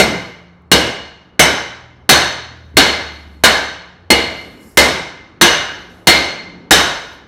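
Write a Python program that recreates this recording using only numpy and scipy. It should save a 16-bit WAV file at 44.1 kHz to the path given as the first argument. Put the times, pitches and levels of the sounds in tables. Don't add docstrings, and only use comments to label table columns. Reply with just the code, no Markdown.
import sys
import numpy as np
from scipy import signal
from scipy.fft import rfft, irfft, next_fast_len
from scipy.io import wavfile
from scipy.ndimage import uniform_filter1d

SR = 44100
rng = np.random.default_rng(int(sys.argv[2]) if len(sys.argv) > 2 else 0)


def to_wav(sig):
    pcm = np.clip(np.atleast_2d(sig), -1, 1) * 32767
    pcm = np.round(pcm).astype(np.int16)
    wavfile.write(sys.argv[1], SR, pcm.T)


def gain_from_db(level_db):
    decades = np.asarray(level_db, float) / 20
    return 10 ** decades


N = 320607
TAIL = 65536
EARLY_S = 0.0011


def hammering():
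    # t/s, force/dB, reach (0 hub - 1 rim), angle round the drum/degrees,
    # weight (0 skidding - 1 dead into the axle)
    blows = [(-0.006, -4, 0.26, 238.4, 0.94), (.7159, 0, 0.0088, 346, .7), (1.394, 2.3, .48, 241.4, .62),
             (2.092, 4, 0.44, 12.7, .33), (2.769, 0.7, .55, 295.9, .53), (3.4373, -1.1, .8, 291.4, .06),
             (4.1032, -6, 0.0087, 85.5, 0.012), (4.7726, 4.5, 0.087, 24.6, 0.65),
             (5.4125, 1.46, 0.91, 68, .35), (6.0713, 0.6, .25, 293.2, .21), (6.7087, 4, 0.37, 165.4, .01)]
    # level at the hub/dB, gain at the rim/dB,
    # swing from crest to mean/dB, angle of a crest/degrees
    rings = [(9, -11.5, 5.5, 94.4), (0.3, 0.5, 8.5, 82.3), (-7.5, 11.5, 8, 2.4), (-.3, -9, 12.5, 3.9),
             (-0.4, 4.5, -0.4, 22.5), (-0.94, 6.9, 5, 1.4)]
    # level at the hub/dB, gain at the rim/dB, gain by weight/dB,
    # gain by force/(dB per dB)
    parts = [
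        (1.1, -5.5, -0.7, 0.3),
        (-8.5, -5.5, 9.5, 0),
        (3, -1.1, -1.9, 0.35),
        (-2, 6.5, -2.5, 0.78),
        (0.5, 0, -3.5, 0.98),
    ]
    out = np.zeros(N + 2 * TAIL)
    for s, force_db, reach, angle, weight in blows:
        colour = [hub + rim * reach + dead * weight + push * force_db for hub, rim, dead, push in parts]
        families = []
        for waves, (hub, rim, swing, crest) in enumerate(rings, 2):
            round_shell = swing * np.cos(np.radians(waves * (angle - crest)))
            families.append(force_db + hub + rim * reach + round_shell)
        i = TAIL + int((s - EARLY_S) * SR)
        out[i:i + TAIL] += blow(*colour, families)
    return out[TAIL:TAIL + N]


def blow(boom_db, thud_db, body_db, clang_db, bright_db, family_db):
    # f/Hz, level/dB per Hz
    crack_colour = [(40, -21), (100, -2), (200, 8.5), (500, 1), (1000, -2), (1700, -8), (2500, -8.5),
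                    (4000, -6), (5500, -14.5), (8000, -16), (12000, -22.5), (17000, -35.5)]
    drum_hz = [2090, 2135, 2290, 2880, 2970, 3040, 3742, 3850, 3500, 4300, 4210, 4345, 5150, 5440, 5566,
               6170, 6060, 6130, 6865, 8260, 9360, 10300, 11250, 12400, 2200, 3350]
    # ring family (the last follows brightness), level/dB, t60/s
    drum = [(0, -4.5, 0.08), (0, -6, 0.035), (0, -13.5, 0.066), (1, -1.5, 0.061), (1, -7.5, 0.061),
            (4, -7.5, 0.074), (2, -5, 0.1), (4, -5, 0.045), (2, -22, 0.046), (3, -3, 0.075),
            (3, -7.5, 0.045), (3, -11, 0.064), (4, -7.5, 0.039), (4, -15, 0.1), (4, -14, 0.11),
            (5, -11, 0.1), (5, -0.5, 0.015), (5, -7, 0.056), (4, -20.5, 0.12), (6, -13.5, 0.079),
            (4, -25, .07), (3, -24, .04), (5, -26.5, .06), (4, -24, 0.041), (0, 0, 0.013), (1, -14, 0.035)]
    # f/Hz, level/dB, t60/s
    plate = [(1065, -49, 0.067), (1445, -2.5, 0.056), (1555, 0, 0.052), (1630, -2, 0.047), (1694, 2, 0.033),
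             (1839, 6.5, 0.013)]
    # f/Hz, level/dB, t60/s
    axle = [(154, -12, 0.12), (184, -8, 0.05), (291, -13, 0.17), (344.2, -9.5, 0.15), (399, -14, .12),
            (475.3, -16, 0.3), (564, -19, 0.087), (659.5, -11, 0.068)]
    crack_db, ring_db, early_db = 33, -8.5, -42
    boom_hz, boom_level_db, boom_t60_s = 70, -13.5, 0.48
    bite_s = 0.0005

    place = [(60, boom_db), (170, thud_db), (600, body_db), (1600, clang_db),
             (3500, np.mean(family_db)), (10000, bright_db)]
    crack = gain_from_db(crack_db + shape(crack_colour) + shape(place)) ** 2

    answers_db = [*family_db, bright_db]
    table = [(hz, db + answers_db[k], t60) for hz, (k, db, t60) in zip(drum_hz, drum)]
    table += [(hz, db + clang_db, t60) for hz, db, t60 in plate]
    table += [(hz, db + body_db, t60) for hz, db, t60 in axle]
    chance = rng.standard_normal((len(table), 2))
    table = [(hz * (1 + .0015 * c[0]), db + 1.5 * c[1], t60) for (hz, db, t60), c in zip(table, chance)]
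    impact = causal(crack + gain_from_db(ring_db) ** 2 * modes(table, TAIL))
    heard = irfft(impact * aftermath())

    t = np.arange(TAIL) / SR
    late = t - EARLY_S
    through_steel = gain_from_db(early_db) * np.gradient(heard) * (late < 0)
    through_air = np.roll(heard, int(EARLY_S * SR)) * np.clip(late / bite_s, 0, 1)
    boom_envelope = gain_from_db(boom_level_db + boom_db) * fade(boom_t60_s) * (1 - fade(0.035))
    boom = boom_envelope * np.sin(2 * np.pi * boom_hz * t)
    return (through_steel + through_air + boom) * np.clip(np.linspace(4, -1, TAIL), 0, 1)


def aftermath():
    # f/Hz, t60/s, build-up/s
    room = [(61, 0.93, 0.011), (222, 0.52, 0.06), (556, 0.69, 0.0029), (1200, 0.78, 0.0079),
            (3000, 0.71, 0.0017), (5800, 0.63, 0.0018), (8000, 0.48, 0.0021), (9700, 0.42, 0.0027),
            (13000, 0.4, 0.0024), (16000, 0.35, 0.0014)]
    room_db = 3
    chatter_db, chatter_t60_s = 15.5, 0.062
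    snap_db, snap_t60_s = 4.5, 0.038
    noise, echoes = rfft(rng.standard_normal(TAIL)), 0
    for k, (_, t60, rise) in enumerate(room):
        share = shape([(row[0], float(j == k)) for j, row in enumerate(room)])
        build_up = 1 - np.exp(-np.arange(TAIL) / SR / rise)
        echoes = echoes + irfft(noise * share) * fade(t60) * build_up
    quick = gain_from_db(chatter_db) * unit(rng.standard_normal(TAIL) * fade(chatter_t60_s))
    quick += gain_from_db(snap_db) * unit(rng.standard_normal(TAIL) * fade(snap_t60_s))
    quick[0] += 1
    power = abs(rfft(quick)) ** 2
    even = causal(uniform_filter1d(power, size=1500) / uniform_filter1d(power, size=40))
    return gain_from_db(room_db) * rfft(unit(echoes)) + rfft(quick) * even


def modes(table, size):
    hz = np.arange(size // 2 + 1) * SR / size
    power = 0
    for mid, db, t60 in table:
        half_width = np.log(1000) / (2 * np.pi * t60)
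        power = power + (gain_from_db(db) * SR / (4 * np.pi)) ** 2 / ((hz - mid) ** 2 + half_width ** 2)
    return power


def causal(power):
    fold = irfft(np.log(power) / 2)
    fold[1:TAIL // 2] *= 2
    fold[TAIL // 2 + 1:] = 0
    return np.exp(rfft(fold))


def shape(points):
    hz, value = np.transpose(points)
    return np.interp(np.log(np.arange(TAIL // 2 + 1) * SR / TAIL + 1), np.log(hz), value)


def fade(t60):
    return np.exp(-np.log(1000) * np.arange(TAIL) / SR / t60)


def unit(x):
    return x / np.sqrt(np.sum(x ** 2))


def puffs():
    # t/s, level/dB, f/Hz
    pushes = [
        (2.7445, -25, 269),
        (2.7525, -69, 250),
        (2.7615, -16.5, 78),
    ]
    t = np.arange(N) / SR
    out = 0
    for k, (s, db, hz) in enumerate(pushes):
        bell = np.exp(-(2.2 * hz * (t - s)) ** 2)
        out = out + gain_from_db(db) * (-1) ** k * np.cos(2 * np.pi * hz * (t - s)) * bell
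    return out


def springs():
    # f/Hz, level/dB
    coils = [(4861, -74.5), (5270, -77), (5416, -70.5), (6288, -80.5), (6842, -75), (7267, -78.5),
             (7424, -83.5), (7542, -76.5), (7983, -80), (8974, -92), (9157, -87.5), (9846, -86.5),
             (10546, -88.5), (11057, -88), (11273, -72.5), (12382, -79), (13415, -83), (13808, -87),
             (14497, -78), (15698, -89.5)]
    spring_db, spring_t60_s, rustle_db = -28.5, 0.14, -70
    size = next_fast_len(N + SR, True) // 2 * 2
    knocks = trembling() * gain_from_db(1.5 * walk(25)) * rng.standard_normal(N)
    weak = [(5000 + 10000 * a, -85 + 8 * b) for a, b in rng.random(size=(30, 2))]
    table = [(hz, db + spring_db, spring_t60_s) for hz, db in list(coils) + weak]
    jingle = irfft(rfft(knocks, size) * np.sqrt(modes(table, size)))[:N]
    band = signal.butter(2, [5000, 14000], "band", fs=SR, output="sos")
    return jingle + gain_from_db(rustle_db) * signal.sosfilt(band, knocks)


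def trembling():
    # start t/s, level/dB, length/s
    shakes = [
        (.001, 7, .3),
        (2.553, -13.5, .22),
        (2.819, 6, .63),
        (4.12, 11.5, .5),
        (4.595, 11, .2),
        (5.65, 2.5, .25),
        (5.891, 3, .2),
        (6.763, 7.5, .38),
    ]
    attack_s, sag_db_per_s, release_db_per_s, rest_db = 0.03, 15, 201.5, -23
    out = gain_from_db(rest_db)
    for s, db, length in shakes:
        late = np.clip(np.arange(N) / SR - s, 0, None)
        lost_db = sag_db_per_s * late + release_db_per_s * np.clip(late - length, 0, None)
        out = out + gain_from_db(db - lost_db) * (1 - np.exp(-late / attack_s))
    return out


def flakes():
    # t/s, level/dB
    landings = [
        (0.621, -60),
        (2.575, -62),
        (2.656, -60),
        (2.68, -62.5),
        (2.748, -53),
        (3.865, -64),
    ]
    out = np.zeros(N)
    for s, db in landings:
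        tick = np.diff(rng.standard_normal(129)) * fade(.004)[:128]
        out[int(s * SR):int(s * SR) + len(tick)] += gain_from_db(db) * tick
    return out


def engines():
    # nearest t/s, level/dB, rise/s, fall/s, firing line on approach f/Hz
    cars = [
        (1.0, -49, .6, 0.33, 81.7),
        (3.3, -38, 1.3, 0.5, 80.2),
        (4.1, -43.5, 0.15, 0.33, 97),
        (5.4, -53, 0.9, 4.1, 91),
    ]
    doppler_drop, doppler_s, doppler_lead_s = 0.12, 0.39, 0.29
    upper_db, upper_lead = -6.5, 0.84
    wobble, flutter, upper_flutter = 1 + .008 * walk(9), gain_from_db(1.5 * walk(8)), gain_from_db(2.5 * walk(8))
    out = 0
    for s, db, rise, fall, hz in cars:
        gone = (1 + np.tanh((np.arange(N) / SR - s + doppler_lead_s) / doppler_s)) / 2
        turn = 2 * np.pi * np.cumsum(hz * (1 - doppler_drop * gone) * wobble) / SR
        firing = swell(s, db, rise, fall) * np.sin(turn)
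        upper = swell(s - upper_lead * rise, db + upper_db, rise / 2, rise / 2) * upper_flutter
        out = out + flutter * (firing + upper * np.sin(turn * 3 / 2))
    return np.sqrt(2) * out


def fan():
    # loudest t/s, level/dB, rise/s, fall/s
    hum_swells = [
        (.01, -40.5, .3, 0.37),
        (1.1, -52, 0.8, 0.71),
        (3.651, -47.5, 0.49, 0.35),
        (4.6, -51.5, 0.33, 0.46),
        (6.4, -45.5, 0.63, 0.7),
    ]
    fan_hz, fan_db = 176.6, -72.5
    hum = gain_from_db(fan_db) + sum(swell(*row) for row in hum_swells)
    turn = 2 * np.pi * np.cumsum(fan_hz * (1 + .006 * walk(9))) / SR
    return np.sqrt(2) * hum * gain_from_db(2.5 * walk(7)) * np.sin(turn)


def street():
    # f/Hz, level/dB per Hz
    colour = [(30, -6.5), (70, 8), (150, 0), (300, 0.5), (600, -7.5), (1200, -9.5), (2500, -25.5),
              (5000, -47.5), (10000, -56.5), (16000, -68)]
    # loudest t/s, level/dB, rise/s, fall/s
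    lorries = [
        (3.102, -55.5, 0.52, .6),
        (4.551, -46.5, 0.32, .2),
        (5.7, -47.5, 0.48, .35),
        (6.498, -43.5, .25, .25),
        (7.099, -52, 0.34, .6),
    ]
    rumble_db, drone_hz, drone_per_db = -46.5, 300, 1.2
    log_hz = np.log(np.arange(N // 2 + 1) * SR / N + 1)
    colour_hz, colour_db = np.transpose(colour)
    noise = rfft(rng.standard_normal(N)) * gain_from_db(np.interp(log_hz, np.log(colour_hz), colour_db))
    level = gain_from_db(rumble_db) + sum(swell(*row) for row in lorries)
    drone_db = drone_per_db * (20 * np.log10(level) - rumble_db)
    out = 0
    for mid in np.arange(3.5, 10, .5):
        band = irfft(noise * np.clip(1 - 2 * abs(log_hz - mid), 0, 1), N)
        lift_db = drone_db * np.exp(-(2 * (mid - np.log(drone_hz))) ** 2)
        out = out + gain_from_db(1.8 * walk(4.2) + lift_db) * band
    return level * out / np.std(out)


def swell(s, db, rise, fall):
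    late = np.arange(N) / SR - s
    return gain_from_db(db) * np.exp(-(late / np.where(late < 0, rise, fall)) ** 2)


def walk(rate):
    k = int(SR / rate)
    held = np.repeat(rng.standard_normal(N // k + 1), k)
    return 1.3 * uniform_filter1d(uniform_filter1d(held, k), k)[:N]


def scene():
    near = hammering() + puffs() + springs() + flakes()
    far = engines() + fan() + street()
    return (near + far)[None]


def top_cut(x):
    return signal.sosfilt(signal.butter(12, 15750, fs=SR, output="sos"), x)


def record(dry):
    clip, knee = 0.83, 10
    mic_low_hz, mic_top_hz = 41.8, 15800
    clipped = clip * dry / (1 + abs(dry) ** knee) ** (1 / knee)
    sagged = signal.sosfilt(signal.butter(1, mic_low_hz, "high", fs=SR, output="sos"), clipped)
    cut = signal.sosfilt(signal.ellip(8, .1, 40, mic_top_hz, fs=SR, output="sos"), sagged)
    return top_cut(cut)


dry = scene()
out = record(dry)
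to_wav(out)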